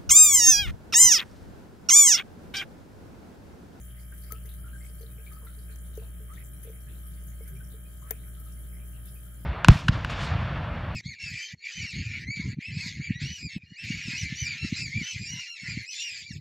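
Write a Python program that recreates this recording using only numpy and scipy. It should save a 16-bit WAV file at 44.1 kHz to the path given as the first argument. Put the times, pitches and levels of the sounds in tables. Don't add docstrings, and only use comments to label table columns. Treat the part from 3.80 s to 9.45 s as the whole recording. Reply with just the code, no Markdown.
import sys
import numpy as np
from scipy import signal
from scipy.io import wavfile
from scipy.ndimage import uniform_filter1d

SR = 44100
rng = np.random.default_rng(int(sys.argv[2]) if len(sys.argv) > 2 else 0)


def voltage_ratio(level):
    return 10 ** (np.asarray(level, float) / 20)


def to_wav(sig):
    pcm = np.clip(np.atleast_2d(sig), -1, 1) * 32767
    pcm = np.round(pcm).astype(np.int16)
    wavfile.write(sys.argv[1], SR, pcm.T)


N = 249165

MAINS_HZ, ROTOR_HZ, BEAT_S = 59.974, 59.23, .8
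EDGE_HZ = 15720


def evened(x):
    return x / np.sqrt(np.mean(x ** 2) + 1e-20)


def add(mix, start_s, sound):
    part = mix[:, round(start_s * SR):][:, :sound.shape[1]]
    part += sound[:, :part.shape[1]]


def play(make, table):
    mix = np.zeros((2, N))
    for row in table:
        add(mix, *make(*row))
    return mix


def resonate(x, hz, width_hz):
    turn = np.exp(2j * np.pi * np.cumsum(hz * np.ones(x.shape[-1])) / SR)
    r = np.exp(-np.pi * width_hz / SR)
    return 2 * (turn * signal.lfilter([1 - r], [1, -r], x / turn)).real


def resonate_twice(x, hz, width_hz):
    return resonate(resonate(x, hz, width_hz), hz, width_hz)


def band(x, lo_hz, hi_hz):
    return signal.sosfiltfilt(signal.butter(2, [lo_hz, hi_hz], "bandpass", fs=SR, output="sos"), x)


def sides(pan_db):
    return voltage_ratio(np.array([[pan_db / 2], [-pan_db / 2]]))


# pitch_hz, likeness (0 to 1)
LIKENESS = [(60, .98), (250, .93), (500, .75), (1200, .45), (2700, .1), (6000, .02)]


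def noise(table, lo_hz, hi_hz, patchy_db, flicker_db):
    frames, hz = N // 256 + 5, np.fft.rfftfreq(1024, 1 / SR)
    a, b, c, d, raw = rng.standard_normal((frames, 513, 5)).T
    flicker = evened(uniform_filter1d(uniform_filter1d(raw, size=90, axis=0), size=4, axis=1))
    patches = evened(uniform_filter1d(uniform_filter1d(raw, size=14, axis=0), size=9, axis=1))

    log_hz = np.log(hz + 1)
    table_hz, *colour_db = np.transpose(table)
    level_db = np.array([np.interp(log_hz, np.log(table_hz), ear_db) for ear_db in colour_db])[:, :, None]
    same_hz, same = np.transpose(LIKENESS)
    same = np.clip(np.interp(log_hz, np.log(same_hz), same), 0, 1)[:, None]

    left = a + 1j * b
    right = same * left + np.sqrt(1 - same ** 2) * (c + 1j * d)
    z = np.array([left, right]) * ((hz >= lo_hz) & (hz < hi_hz))[:, None]
    z = z * voltage_ratio(level_db + patchy_db * patches + flicker_db * flicker - 29.5)
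    return signal.istft(z, nperseg=1024, noverlap=768)[1][:, :N]


# pitch_hz, left_db, right_db
ROOM = [(25, -43, -43), (40.6, -38, -31.5), (83.5, -29, -38), (128.4, -24.5, -24.5), (185, -36.5, -49.5),
        (270, -46, -39), (330, -49.5, -41), (408, -42.5, -47), (622, -65, -45.5), (866, -57.5, -59.5),
        (1100, -59.5, -59), (1570, -53.5, -53.5), (1960, -55.5, -54.5), (2300, -54.5, -53.5),
        (2600, -55, -60)]


def room():
    return noise(ROOM, 20, 2410, patchy_db=1.1, flicker_db=.6)


def multiples(table, turns):
    t = np.arange(N) / SR - BEAT_S
    return sum(voltage_ratio(np.array(ears_db))[:, None] * np.cos(2 * np.pi * (order * MAINS_HZ * t + start))
               for (order, *ears_db), start in zip(table, turns))


# mains_multiple, left_db, right_db
FAINT_TONES = [(7, -77, -75), (32, -96, -86), (39, -81, -105), (54, -87, -102), (121, -88, -120),
               (131, -88, -125), (9, -84, -77), (17, -86, -92), (19, -83, -110), (20, -84, -81), (40, -80, -89),
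               (43, -100, -88), (45, -96, -90), (47, -87, -93), (49, -86, -96),
               (55, -90, -91), (56, -89, -93), (57, -90, -109), (61, -91, -90), (62, -97, -91), (63, -91, -96),
         (64, -89, -89), (65, -93, -94), (66, -91, -93), (67, -90, -95), (77, -99, -100), (79, -96, -95),
         (86, -94, -101), (88, -87, -110), (90, -84, -104), (91, -91, -110), (92, -91, -110),
         (94, -94, -101), (102, -87, -110), (118, -87, -110), (119, -85, -110), (120, -87, -106),
         (124, -83, -105), (132, -82, -110), (133, -85, -110), (135, -97, -97), (136, -90, -97),
         (142, -91, -93), (149, -87, -94), (153, -85, -86), (166, -83, -100), (183, -80, -82),
         (191, -83, -84), (197, -85, -86)]


def whine():
    table = FAINT_TONES
    return np.sqrt(2) * multiples(table, rng.random((len(table), 2, 1)))


# mains_multiple, left_db, right_db
HUM = [(1, -41, -42), (2, -55, -56), (3, -59, -58), (4, -66, -77), (5, -77, -72), (6, -83, -73),
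       (10, -78, -70), (11, -90, -78), (12, -89, -81)]
# mains_multiple, left_db, right_db
BUZZ = [(21, -74, -74.5), (22, -90, -79), (23, -81, -82), (24, -77, -83), (25, -86, -82), (26, -76, -77),
        (27, -71, -84), (28, -88, -72), (29, -78, -76), (30, -80, -81), (31, -91, -83), (33, -84, -81),
        (34, -93, -77), (35, -82, -86), (36, -89, -83), (38, -83, -84), (46, -83, -90), (50, -81, -99),
        (51, -78, -94), (52, -70, -95), (53, -70, -92), (122, -80, -108), (126, -83, -113),
        (127, -80, -119), (129, -81, -113), (130, -78, -121)]
# pitch_hz, left_db, right_db
HISS = [(2600, -67, -65), (3110, -51.5, -66), (3500, -60.5, -65), (4340, -66, -61.5), (4920, -63, -65),
        (5700, -59.5, -75), (6400, -55.5, -78), (7800, -50, -90), (8180, -57, -77), (8380, -60, -58),
        (9070, -51, -46.5), (10090, -45, -43), (10550, -49, -53), (11000, -44.5, -45), (12500, -49.5, -49),
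        (14000, -45.5, -55.5), (15300, -47.5, -52)]
HUM_TURNS = [.54, .58, .09, .51]


def pump():
    t = np.arange(N) / SR - BEAT_S
    right_lag = np.array([[0], [.06]])
    table = HUM + BUZZ
    turns = .89 + .1 * (rng.random((len(table), 2, 1)) - .5)
    turns[:, 1, 0] += np.clip(.24 * (np.transpose(table)[0] - 26), 0, 1.5)
    turns[:len(HUM), 1] = turns[:len(HUM), 0]
    turns[:len(HUM_TURNS)] = [start - right_lag / (k + 1) ** 2 for k, start in enumerate(HUM_TURNS)]

    tones = multiples(table, turns)
    tones += voltage_ratio(-55.5) * np.cos(2 * np.pi * (ROTOR_HZ * t + HUM_TURNS[0] - right_lag))
    tones += voltage_ratio(-68) * np.cos(2 * np.pi * 174.37 * t)

    hiss = noise(HISS, 2410, EDGE_HZ, patchy_db=1.3, flicker_db=1.3)
    valve = band(hiss, 8600, 9970)
    throb = np.cos(2 * np.pi * (MAINS_HZ * t - np.array([[.26], [.36]])))
    return np.sqrt(2) * tones + hiss + np.array([[.3], [.4]]) * throb * valve


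# pitch_hz, width_hz, level_db, left_minus_right_db
WHISTLES = [(10180, 280, -61, -9), (11050, 200, -68, 5)]


def whistles():
    t = np.arange(N) / SR - BEAT_S
    puff = 0.0083 + np.maximum(np.cos(2 * np.pi * (MAINS_HZ * t - .34)), 0)
    return puff * sum(voltage_ratio(db) * sides(pan_db) * evened(resonate_twice(rng.standard_normal(N), hz, width_hz))
                      for hz, width_hz, db, pan_db in WHISTLES)


# pitch_hz, left_minus_right_db
SHADE = [(1000, 10), (1300, 7), (1550, 5), (2000, 5.5), (2400, 8), (4800, 11.5), (7000, 36.5), (9300, 5)]


def water_sides(hz):
    return sides(np.interp(hz, *np.transpose(SHADE)))


def bubble(start_s, length_s, hz, level_db, width_hz=None):
    width_hz = width_hz or min(0.15 * hz, 764)
    t = np.arange(-900, round((length_s + .05) * SR)) / SR
    a, b, c, d = rng.standard_normal((4, len(t)))
    grit = voltage_ratio(min(width_hz / 60, 5) * evened(uniform_filter1d(d, size=90)))
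    drive = grit * np.array([a + 1.1 * b, a + 2.88 * c])
    drive[:, 900] += 0.6 * np.sqrt(SR / width_hz)

    glide = hz * (1 + 0.079 * (t - length_s / 2))
    glide = glide + 0.21 * width_hz * np.clip(t / length_s - .5, -.5, .7)
    ring = evened(resonate(resonate(drive, glide, 1.4 * width_hz), glide, 1.46 * width_hz))
    fade_db = -t / length_s - 260 * np.maximum(t - 0.68 * length_s, 0)
    shape = np.clip(t / 0.0018, 0, 1) * voltage_ratio(fade_db)
    return start_s, voltage_ratio(level_db + 2.5) * water_sides(hz) * (ring * shape)[:, t >= 0]


# start_s, pitch_hz, peak_db, fade_60db_s
POPS = [(.172, 2040, -56, 0.074), (.319, 1570, -49.5, 0.089), (0.5052, 1262, -40, 0.14),
        (0.548, 1283, -45, 0.061), (.785, 1350, -60, 0.12), (.838, 1377, -49.5, 0.11),
        (.878, 1325, -65, 0.13), (.93, 1570, -46.5, .12), (0.957, 1570, -44, 0.055),
        (1.008, 2086, -52, 0.11), (1.04, 2150, -55, 0.1), (1.395, 1574, -61, 0.38),
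        (1.464, 2285, -50, 0.04), (1.473, 2320, -42.5, 0.044), (1.508, 1700, -56, .05),
        (1.515, 1250, -51.5, 0.16), (1.565, 1260, -47, 0.087), (1.666, 1328, -53.5, 0.2),
        (2.488, 1140, -58, .07), (2.504, 1230, -50, 0.089), (2.514, 1283, -50, 0.087),
        (2.532, 1410, -58, .07), (2.571, 1850, -46, 0.052), (2.576, 2080, -55, 0.072),
        (2.61, 2000, -59, 0.055), (3.607, 2160, -58.5, 0.17), (3.655, 2044, -56, .12),
        (3.678, 1550, -59, 0.1), (3.76, 2340, -54, 0.092), (3.804, 1534, -47.5, 0.088),
        (4.222, 1223, -57, 0.64), (4.221, 1100, -58.5, 0.36), (2.7335, 9600, -40, 0.032),
        (4.056, 2440, -58, .1), (4.935, 2250, -61, .08), (4.965, 2100, -56, .08), (5.01, 2350, -57, 0.1),
        (4.77, 2080, -60, .1), (4.576, 1295, -55, 0.11), (4.66, 1270, -54, .1), (5.52, 1395, -58, .1),
        (.998, 7350, -57, .03), (1.009, 7400, -62, .03), (1.051, 8000, -53, .03),
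        (2.8325, 10600, -50, 0.016), (5.36, 2470, -58, .08), (5.462, 1386, -58, .12),
        (4.615, 1274, -57, .09)]


def pop(start_s, hz, peak_db, fade_s):
    t = np.arange(round(.12 * SR)) / SR
    rising = np.sin(2 * np.pi * hz * (t + t ** 2 / 2))
    tone = rising * (1 - np.exp(-t / 0.0024)) * voltage_ratio(-60 * t / fade_s)
    return start_s, voltage_ratio(peak_db) * water_sides(hz) * tone


# start_s, length_s, pitch_hz, level_db, width_hz
GLUGS = [(0.319, 0.035, 1590, -60, 500), (0.508, 0.02, 1287, -54, 60), (0.837, 0.077, 1353, -61, 133),
         (0.928, 0.061, 1570, -60.5, 99), (1.463, .025, 2280, -59.5, 174), (1.505, 0.026, 1680, -67, 127),
         (1.512, 0.1, 1244, -63, 64), (1.616, 0.046, 1070, -66, 220), (1.665, 0.034, 1370, -59.5, 161),
         (1.891, 0.058, 1600, -61.5, 208), (2.215, 0.037, 970, -69, 200), (2.496, 0.035, 1260, -57.5, 125),
         (2.569, 0.036, 2020, -54.5, 497), (3.066, 0.029, 1720, -62, 298), (3.233, 0.022, 1235, -63.5, 47),
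         (3.674, 0.038, 1570, -62.5, 140), (3.801, 0.031, 1500, -64.5, 129), (4.219, 0.034, 1124, -62, 120),
         (4.265, 0.041, 1510, -58.5, 600), (4.459, 0.04, 1470, -65, 167), (4.57, 0.099, 1296, -69, 138),
         (4.651, .033, 1242, -71, 63), (5.459, 0.03, 1393, -70, 95), (5.516, 0.027, 1450, -70, 126)]
# start_s, length_s, pitch_hz, level_db
CLUSTERS = [(0.079, 0.14, 3060, -69.5), (0.143, 0.067, 1960, -66), (0.228, 0.022, 2140, -68),
            (0.457, 0.051, 2120, -63.5), (0.546, 0.048, 2770, -65), (0.67, 0.067, 2790, -70.5),
            (0.88, 0.041, 2970, -70.5), (1.006, 0.08, 2150, -62), (1.041, 0.049, 3180, -73),
            (1.376, 0.042, 2300, -65.5), (1.66, 0.04, 1940, -65.5), (1.88, 0.038, 2300, -65.5),
            (2.183, 0.086, 2680, -68.5), (2.475, 0.043, 2020, -68), (2.835, 0.058, 3270, -70),
            (2.85, 0.028, 2350, -64.5), (2.925, 0.066, 2180, -67.5), (3.082, 0.055, 2600, -66),
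            (3.361, .044, 1980, -68.5), (3.513, 0.055, 2100, -69.5), (3.654, 0.029, 2120, -66),
            (3.749, 0.025, 2250, -67), (4.04, 0.044, 2380, -78), (4.436, 0.027, 2130, -68),
            (4.925, 0.068, 2130, -66), (4.984, 0.05, 2380, -68), (4.31, 0.035, 2290, -59),
            (2.339, 0.027, 2330, -71), (5.13, 0.061, 2670, -68), (5.352, .035, 2490, -70),
            (.002, 0.025, 6700, -72.5), (0.188, 0.063, 4860, -71.5), (0.421, 0.092, 4740, -65.5),
         (0.686, 0.062, 3670, -64), (.975, 0.05, 8200, -68), (1.049, 0.051, 8260, -67),
         (1.215, 0.025, 4370, -65), (1.259, 0.015, 3800, -65), (1.527, 0.033, 4630, -68.5),
         (1.665, 0.094, 3820, -69.5), (1.787, 0.038, 4500, -70), (1.903, 0.07, 4160, -70.5),
         (1.983, 0.021, 7100, -75), (2.134, 0.044, 3800, -70), (2.195, 0.074, 3800, -73),
         (2.53, .079, 3470, -68), (2.637, 0.027, 7350, -72), (2.67, 0.027, 8250, -69),
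         (2.734, 0.013, 9580, -54), (2.829, 0.015, 10740, -51), (3.088, 0.065, 3500, -70),
         (3.477, 0.032, 6760, -73.5), (3.903, 0.054, 3730, -70), (4.196, 0.032, 6950, -75),
         (4.371, 0.081, 3700, -72.5), (4.538, 0.04, 3360, -70), (4.718, .023, 5650, -73.5),
         (5.254, 0.045, 3570, -67.5), (5.27, 0.031, 5100, -68.5), (5.544, .028, 7300, -77),
         (0.513, .03, 4480, -67), (.77, 0.029, 4700, -77), (1.01, .04, 4770, -75), (1.06, 0.055, 5000, -73),
         (1.175, 0.029, 4680, -74), (1.448, .045, 3820, -71), (2.044, .07, 3650, -73.5),
         (2.152, 0.028, 6160, -72), (3.15, .03, 3760, -70.5), (3.328, 0.036, 4430, -72.5),
         (3.84, 0.043, 5600, -74.5), (4.665, .03, 3800, -70.5)]


def trickle():
    out = play(bubble, GLUGS + CLUSTERS) + play(pop, POPS)
    for when, pitch, size in rng.random((100, 3)):
        hz = 2400 * 2.4 ** pitch
        add(out, *bubble(when * N / SR, 0.04, hz, -82 + 7 * size - 3 * pitch, 0.04 * hz))
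    return out


# start_s, peak_db, pitch_hz, length_s
CREAKS = [
    (3.71, -55, 385, 0.064),
    (3.71, -39.5, 152.4, 0.037),
    (3.741, -38.5, 139, 0.031),
    (3.78, -44, 137, 0.027),
]


def creak(start_s, peak_db, hz, length_s):
    t = np.arange(round(length_s * SR)) / SR
    return start_s, voltage_ratio(peak_db) * sides(0) * np.sin(2 * np.pi * hz * t) * np.sin(np.pi * t / length_s)


# start_s, peak_db, pitch_hz, fade_60db_s
KNOCKS = [(0.523, -42, 444, 0.12), (.524, -51, 665, 0.09), (.65, -50.5, 434, 0.15),
          (1.096, -50.5, 442, 0.13), (1.207, -44, 454.4, 0.23), (1.233, -40, 442, 0.055),
          (1.385, -47, 442, 0.14), (1.63, -49.5, 448, 0.13), (1.772, -50.5, 432, 0.14),
          (1.896, -51.5, 438, 0.17), (2.176, -28, 437, 0.087), (2.214, -43, 468, 0.11),
          (2.222, -49, 660, 0.092), (2.403, -48, 435, 0.22), (2.849, -43, 446, 0.14),
          (2.873, -38, 454, 0.23), (2.898, -37, 451, 0.12), (3.607, -38.5, 450, 0.089),
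          (3.941, -45, 440, 0.15), (4.309, -32, 444, 0.08), (4.308, -39, 670, .05)]


def knock(start_s, peak_db, hz, fade_s):
    t = np.arange(round(.2 * SR)) / SR
    long = 0.46 * voltage_ratio(-60 * t / fade_s) * np.sin(2 * np.pi * hz * t)
    short = 0.71 * voltage_ratio(-60 * t / 0.028) * np.sin(2 * np.pi * 1.094 * hz * t)
    return start_s, voltage_ratio(peak_db + 3.5) * sides(0.94) * (long + short) * (1 - np.exp(-t / 0.0036))


# pitch_hz, width_hz, level_db
PICK = [(9900, 1200, -13), (11000, 900, -11), (12600, 1100, -1.5), (13600, 700, -1.5), (14500, 700, 0),
        (15300, 600, 0)]
# pitch_hz, width_hz, level_db
PLUG = [(800, 800, -9), (1900, 1100, -2), (3300, 1300, -9), (5070, 1200, -9), (6290, 1000, 0),
        (7600, 1400, -6)]


def metal(drive, peak_db, pan_db, dull_db, length_s):
    bright = sum(voltage_ratio(db) * resonate_twice(drive, hz, width_hz) for hz, width_hz, db in PICK)
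    dull = sum(voltage_ratio(db) * resonate_twice(drive, hz, width_hz) for hz, width_hz, db in PLUG)
    scale = np.sqrt(np.mean(bright[0, :round(length_s * SR)] ** 2))
    sound = voltage_ratio(peak_db) * sides(pan_db) * (bright + voltage_ratio(dull_db) * dull) / scale
    shaded = band(sound, 4600, 8800) + .6 * band(sound, 12800, 17000)
    return sound - np.array([[0], [1]]) * shaded


def rough_jolts():
    left, right, rough = rng.standard_normal((3, 3500))
    return np.arange(3500) / SR, np.array([left, right]) * voltage_ratio(3 * rough)


# start_s, peak_db, left_minus_right_db, dull_share_db
TICKS = [(0.337, -48, -13, -39), (0.377, -44.5, -5, -29), (0.405, -48, -2, -34), (0.4353, -45.5, -7, -22),
         (0.654, -46.5, 0, -18.5), (0.69, -44, -6, -30), (0.736, -46.5, -1, -24), (1.1445, -46, -7, -31),
         (1.209, -47, -1, -22), (1.3104, -53, 6, -32), (1.5209, -47, -3, -19), (1.647, -45, -8, -36),
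         (2.5342, -52, 0, -13.5), (2.6556, -51, 1, -19), (2.831, -46.5, 1, -19), (2.892, -51, -2, -18),
         (3.003, -47.5, -11, -31), (3.267, -43, -11, -42), (3.4346, -47, -4, -26), (3.467, -44.5, -8, -31),
         (3.6755, -41.5, -8, -24), (3.689, -55, -5, -18), (4.598, -46, -5, -43), (4.653, -48, -9, -25),
         (4.821, -64, 7, -18), (5.079, -53, 8, -35), (5.2545, -42, -8, -31), (5.342, -45.5, -11, -41),
         (5.428, -50, 2, -46), (5.4595, -55, 3, -24)]


def tick(start_s, peak_db, pan_db, dull_db):
    t, jolts = rough_jolts()
    drive = jolts * voltage_ratio(-450 * t) * np.clip(t / .0015, 0, 1)
    return start_s, band(metal(drive, peak_db, pan_db + 6, dull_db + 4, .015), 1000, 13000)


# pitch_hz, level_db, fade_60db_s
RING = [(1017, -18, .04), (1717, -15, .03), (1850, -10, .035), (2080, -2, .012), (2240, -13, .05),
        (2900, -12, .03), (3560, -17, .03), (4500, -17, .012), (5100, -3, .012), (5600, -4, .012),
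        (6290, 6, .01), (6800, 5, .009), (7350, -1, .02)]


def blow(start_s, peak_db, pan_db, dull_db, rattle_s):
    t = np.arange(round(.05 * SR)) / SR
    rings = []
    for hz, db, fade_s in RING:
        far_loss_db = np.array([[0], [pan_db + 18 * (hz > 4600)]])
        light_loss_db = 9 * (peak_db < -25) * (hz < 3000)
        rings.append(voltage_ratio(db - 60 * t / fade_s - far_loss_db - light_loss_db) * np.sin(2 * np.pi * hz * t))
    back = np.roll(sum(rings[:3]), round(.0048 * SR), axis=1) * (t > .0048)
    return start_s + .0003, voltage_ratio(peak_db + dull_db) * (sum(rings) + back) * np.clip(t / .0004, 0, 1)


# start_s, peak_db, left_minus_right_db, dull_share_db, rattle_s
CLICKS = [
    (.5108, -44, 6, -12, .002),
    (.5214, -27.5, 10, -13, .0012),
    (1.9588, -47, 9, -4, .002),
    (2.1731, -43, 5, -10, .003),
    (2.8468, -45, 8, -14, .002),
    (4.3075, -22, 7, -11, .0048),
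]


def click(start_s, peak_db, pan_db, dull_db, rattle_s):
    t, jolts = rough_jolts()
    near = voltage_ratio(-500 * t) * (t < rattle_s)
    near = near + voltage_ratio(-7 - 800 * t) + voltage_ratio(-28 - 350 * t) + voltage_ratio(8 - 8000 * t)
    far = (t < 2 * rattle_s) + voltage_ratio(-4 - 800 * t)
    return start_s, metal(jolts * np.array([near, far]), peak_db - 3.5, pan_db, dull_db - 4, rattle_s)


def scene():
    behind = room() + whine() + pump() + whistles() + trickle()
    bench = play(creak, CREAKS) + play(knock, KNOCKS)
    lock = play(tick, TICKS) + play(blow, CLICKS) + play(click, CLICKS)
    return behind + bench + lock


def low_pass(x):
    return signal.sosfilt(signal.butter(12, 16600, fs=SR, output="sos"), x)


def record(dry):
    lowpass = signal.firwin(511, EDGE_HZ, window=("kaiser", 8), fs=SR)
    dry = signal.oaconvolve(dry, lowpass[None], "same")
    hz, _, z = signal.stft(dry, SR, nperseg=2048)
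    power = (abs(z[:, :1024]) ** 2).reshape(2, 256, 4, -1).mean(2)
    faint = power < voltage_ratio(-9.0) * np.median(power, axis=2, keepdims=True)
    both = power.mean(0)
    faint |= both < .8 * np.median(both[52])
    middle = ((hz > 700) & (hz < 9200))[:1024, None]
    z[:, :1024] *= np.where(np.repeat(faint, 4, axis=1) & middle, .06, 1)
    return low_pass(signal.istft(z, nperseg=2048)[1][:, :N])


dry = scene()
out = record(dry)
to_wav(out)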